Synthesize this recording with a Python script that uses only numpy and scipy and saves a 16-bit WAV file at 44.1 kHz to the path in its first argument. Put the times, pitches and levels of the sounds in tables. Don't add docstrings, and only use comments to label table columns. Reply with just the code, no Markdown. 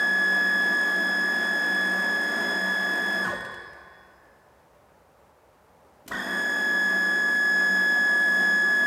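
import sys
import numpy as np
from scipy import signal
from scipy.fft import rfft, irfft, next_fast_len
from scipy.io import wavfile

SR = 44100
rng = np.random.default_rng(int(sys.argv[2]) if len(sys.argv) > 2 else 0)


def to_wav(sig):
    pcm = np.clip(np.atleast_2d(sig), -1, 1) * 32767
    pcm = np.round(pcm).astype(np.int16)
    wavfile.write(sys.argv[1], SR, pcm.T)


def ratio_of_db(decibels):
    return 10 ** (np.asarray(decibels, float) / 20)


N = 390726
RUN_IN_S = 1.5
LEAD = int(RUN_IN_S * SR)
TIME = np.arange(-LEAD, N) / SR
SIZE = next_fast_len(N + LEAD + 3 * SR)
BIN_HZ = np.arange(SIZE // 2 + 1) * SR / SIZE + 1e-3


def rms_one(x):
    return x / np.sqrt(np.mean(x ** 2) + 1e-20)


def in_time(rows):
    return np.interp(TIME, *np.transpose(rows))


def at_hz(points, hz):
    point_hz, level_db = np.transpose(points)
    return np.interp(np.log(hz), np.log(point_hz), level_db)


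def drift(rate_hz, times=TIME):
    control_hz = 400
    pole = np.exp(-2 * np.pi * rate_hz / control_hz)
    slow = signal.lfilter([1], [1, -2 * pole, pole ** 2], rng.standard_normal(5200))
    slow = rms_one(slow[800:])
    return np.interp((times - TIME[0]) * control_hz, np.arange(len(slow)), slow)


def coloured(spectrum):
    white = rfft(rng.standard_normal(SIZE))
    return rms_one(irfft(white * ratio_of_db(at_hz(spectrum, BIN_HZ)), SIZE)[:len(TIME)])


def resonances(modes):
    lift = 0
    for hz, width_hz, db in modes:
        lift = lift + ratio_of_db(db) / (1 + 1j * (BIN_HZ - hz ** 2 / BIN_HZ) / width_hz)
    return 1 + lift


SHAFT_HZ = (47.128, 47.10)
CHANGE_S = 5.0
SWING_PEAK_S, SWING_HZ, SWING_DEPTH, SWING_DECAY_S = 6.126, 27.5, 0.1604, 0.067
# time in seconds, share of full speed 0-1.
SHAFT_SPEED = [
    (3.242, 1),
    (3.256, .88),
    (3.286, .62),
    (3.33, .34),
    (3.385, 0),
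    (6.08, 0),
    (6.108, .25),
    (6.12, 1),
]


def shaft():
    since = TIME - SWING_PEAK_S
    swing = SWING_DEPTH * np.exp(-np.maximum(since, 0) / SWING_DECAY_S) * np.cos(2 * np.pi * SWING_HZ * since)
    swinging = since > -.25 / SWING_HZ
    share = in_time(SHAFT_SPEED) * (1 + swing * swinging)
    full_hz = np.where(TIME < CHANGE_S, *SHAFT_HZ)
    return share, 2 * np.pi * np.cumsum(share * full_hz) / SR


BLADES, JITTER_RAD = 36, 0.0016
MAINS_HUM_HZ, MAINS_DB = 300.1, -48.5
WAVER_DB, LOW_WAVER_DB = 1.55, 1.5
UPPER_FADE = 13
# time in seconds, level in dB.
WHINE_DB = [
    [(0.0, -23.5), (0.37, -22.5), (0.59, -24), (0.7, -24), (1.35, -26), (1.84, -25.5), (2.42, -29),
     (2.79, -25), (3.2, -28)],
    [(6.6, -26), (6.68, -24), (7.22, -24.5), (7.42, -22), (8.05, -21.5), (8.86, -22)],
]
# multiple of shaft speed, level in dB in first run, in second run.
SHAFT_ORDERS = [(4, -45, -45), (4.028, -52, -52), (5.254, -51, -49), (7.38, -55, -53), (8, -56, -54),
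                (12, -50, -50), (23.1, -56, -57), (24.88, -49, -51), (25, -50, -49), (32, -59, -57),
                (33, -58, -59), (34, -50, -51), (35, -47, -43), (37, -42, -49), (39, -46, -48),
                (40, -57, -57), (41, -58, -58), (65, -74, -77), (66, -72, -67), (70, -64, -74),
                (71, -56, -58), (72, -43, -46), (73, -55, -60), (74, -68, -72), (103, -70, -69),
                (105, -74, -71), (106, -63, -63), (107, -60, -59), (108, -44, -45), (109, -58, -59),
                (110, -62, -59), (111, -68, -71), (131, -73, -76), (132, -72, -78), (141, -74, -72),
                (142, -68, -80), (143, -59, -67), (144, -60, -53), (145, -65, -63), (146, -73, -69),
                (150, -69, -71), (156, -74, -79), (178, -72, -75), (179, -69, -69), (180, -64, -66),
                (181, -58, -58), (182, -62, -62), (214, -73, -76), (215, -69, -67), (216, -69, -71),
                (217, -70, -67), (251, -63, -62), (252, -67, -70), (253, -66, -65), (254, -73, -76),
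                (286, -72, -72), (287, -66, -67)]


def pump_tones(path):
    share, angle = shaft()
    angle = angle + JITTER_RAD * drift(19)
    run = (TIME > CHANGE_S).astype(int)

    def path_gain(order):
        return np.array([np.maximum(np.interp(order * hz, BIN_HZ, np.abs(path)), 1) for hz in SHAFT_HZ])

    blade_gain = ratio_of_db(in_time(WHINE_DB[0] + WHINE_DB[1])) / path_gain(BLADES)[run]
    blade_tone = blade_gain * np.sin(BLADES * angle)

    turning = share > 0
    steps = TIME[turning][::64]
    step_run = run[turning][::64]
    low, upper = np.zeros(len(TIME)), np.zeros(len(TIME))
    for order, *levels_db in SHAFT_ORDERS:
        waver_db = (WAVER_DB if order > 24 else LOW_WAVER_DB) * drift(2.85, steps)
        gain = (ratio_of_db(levels_db) / path_gain(order))[step_run] * ratio_of_db(waver_db)
        gain = np.repeat(gain, 64)[:turning.sum()]
        tone = gain * np.sin(order * angle[turning] + rng.uniform(0, 2 * np.pi))
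        group = upper if order > 1.5 * BLADES else low
        group[turning] += tone

    off_s, on_s = SHAFT_SPEED[0][0], SHAFT_SPEED[-3][0]
    powered = (TIME < off_s) | (TIME > on_s)
    hum_gain = ratio_of_db(MAINS_DB + drift(1.5)) / np.interp(MAINS_HUM_HZ, BIN_HZ, np.abs(path))
    hum = powered * hum_gain * np.sin(2 * np.pi * MAINS_HUM_HZ * TIME)
    steady = np.exp(-UPPER_FADE * np.abs(1 - share))
    return np.sqrt(2) * ((blade_tone + low) * share ** 0.53 + upper * steady + hum)


# frequency in Hz, width in Hz, lift in dB.
CASING_MODES = [(579, 42, 25.5), (1065, 92, 19.5), (1280, 130, 17), (1460, 66, 19), (1850, 70, 20)]


def casing():
    return resonances(CASING_MODES)


RUSH_DB, RUSH_THROB = -42.5, 0.19
# frequency in Hz, level in dB per Hz.
RUSH_SPECTRUM = [(30, -44), (90, -18.5), (160, -19), (200, 1), (350, -1.5), (470, -5.5), (680, -1.5),
                 (1300, -6), (1650, -2), (2100, -12.5), (3000, -24), (6000, -25.5), (10000, -34),
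                 (14000, -29), (15600, -53)]
# time in seconds, level in dB.
FLOW_DB = [
    (3.25, 3),
    (3.3, 1),
    (3.4, -7),
    (3.5, -71),
    (6.07, -58),
    (6.085, -11),
    (6.12, 2.5),
    (6.3, 1),
]
# frequency in Hz, width in Hz, lift in dB.
WATER_MODES = [(186, 5.2, 4.5), (349.8, 18.4, 1), (674, 53, 3.5), (2620, 90, 1.5), (3327, 41, 20),
               (5100, 230, 4.5), (6680, 120, 6)]


def rush():
    throb = 1 + RUSH_THROB * np.sin(shaft()[1])
    level = ratio_of_db(RUSH_DB + in_time(FLOW_DB) + 0.88 * drift(5.2))
    return rfft(level * throb * coloured(RUSH_SPECTRUM), SIZE) * resonances(WATER_MODES)


KNOCK_TOP_HZ, KNOCK_RISE_S = 11900, 0.0043
# start in seconds, level in dB, t60 in seconds, dullness 0-1.
CONTACT_KNOCKS = [(3.245, -31, 0.44, 0.84), (3.258, -49, .03, .3), (3.286, -52, .03, 0.4),
                  (3.364, -18, 0.017, 1), (3.406, -39.5, .03, .2), (3.447, -27, 0.037, 0.75),
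                  (3.49, -56, 0.027, 0.4), (3.515, -44, 0.037, 0.3), (3.54, -35, .03, 0.5),
                  (3.73, -43, .03, 0.55), (6.0615, -40, .03, 0.74), (6.0773, -29.5, 0.048, 0)]
# start in seconds, level in dB, frequency in Hz, t60 in seconds.
FRAME_JOLTS = [
    (3.3, -58, 64, .3),
    (3.72, -68, 68.4, 6.0),
    (6.061, -40, 277, .05),
    (6.085, -45, 280, .15),
    (6.1, -61, 70, 0.27),
]


def knocks():
    out, t = np.zeros(len(TIME)), np.arange(SR // 2) / SR
    for s, level_db, t60_s, dull in CONTACT_KNOCKS:
        crackle = signal.lfilter([1 - dull], [1, -dull], rng.standard_normal(len(t)))
        i = LEAD + int(s * SR)
        out[i:i + len(t)] += ratio_of_db(level_db - 60 * t / t60_s) * crackle * np.minimum(t / KNOCK_RISE_S, 1)
    out = signal.sosfilt(signal.butter(2, KNOCK_TOP_HZ, fs=SR, output="sos"), out)
    fade = np.minimum(1, (t[-1] - t) / .04)
    for s, level_db, hz, t60_s in FRAME_JOLTS:
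        i = LEAD + int(s * SR)
        out[i:i + len(t)] += ratio_of_db(level_db - 60 * t / t60_s) * np.sin(2 * np.pi * hz * t) * fade
    return out


HALL_GAP_S = 0.0066
EARLY_T60_S, EARLY_DB = .2, 2.0
# frequency in Hz, t60 in seconds, diffuse level over the direct sound in dB.
HALL_DECAY = [(60, 2.6, 7), (166, 1.25, 3.5), (490, 1.8, 6), (1000, 2.05, 5.5), (2010, 2.02, 5.5),
              (4900, 1.32, 3), (9150, 0.74, 0.5), (15000, 0.56, -3)]
# frequency in Hz, width in Hz, lift in dB.
STANDING_WAVES = [(1696.2, 1.8, 14), (1683, 2.2, 10), (1712, 2.0, 10)]


def hall_response():
    t, tail = np.arange(3 * SR) / SR, 0
    edges_hz = 40 * 2 ** np.arange(0, 9.1, 1)
    white = rng.standard_normal(len(t))
    hz, t60s, levels_db = np.transpose(HALL_DECAY)

    def decay(t60_s):
        return ratio_of_db(-60 * t / t60_s) * np.sqrt(6 * np.log(10) / t60_s / SR)

    for low, high in zip(edges_hz, edges_hz[1:]):
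        band = signal.sosfilt(signal.butter(2, [low, high], "band", fs=SR, output="sos"), white)
        centre = np.log(low * high) / 2
        t60_s = np.interp(centre, np.log(hz), t60s)
        level_db = np.interp(centre, np.log(hz), levels_db)
        early = ratio_of_db(EARLY_DB - 10.5) * decay(EARLY_T60_S)
        tail = tail + band * ratio_of_db(level_db) * (decay(t60_s) + early)
    tail = tail * np.clip(t / HALL_GAP_S - .5, 0, 1)
    return resonances(STANDING_WAVES) + rfft(tail, SIZE)


FLOOR_DB = -57.5
# frequency in Hz, level in dB per Hz.
FLOOR_SPECTRUM = [(15, -42), (25, -34), (59, 0.5), (101, -7.5), (140, -8), (313, -11), (598, -2.5),
                  (666, -9), (826, -5.5), (3340, -29.5), (15500, -37.5)]


def hall_floor():
    return ratio_of_db(FLOOR_DB + 0.47 * drift(6.1)) * coloured(FLOOR_SPECTRUM)


def scene():
    hall = hall_response()
    path = hall * casing()
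    tones = rfft(pump_tones(path), SIZE) * path
    others = (rush() + rfft(knocks(), SIZE)) * hall
    return (irfft(tones + others, SIZE)[:len(TIME)] + hall_floor())[None, LEAD:]


def roll_off(x):
    return signal.sosfilt(signal.butter(12, 15650, fs=SR, output="sos"), x)


MIC_LOW_HZ, SELF_NOISE_DB = 62, -77.5


def record(dry):
    cut = signal.sosfilt(signal.butter(2, MIC_LOW_HZ, "high", fs=SR, output="sos"), dry)
    mix = cut + ratio_of_db(SELF_NOISE_DB) * rng.standard_normal(dry.shape)
    return roll_off(mix)


dry = scene()
out = record(dry)
to_wav(out)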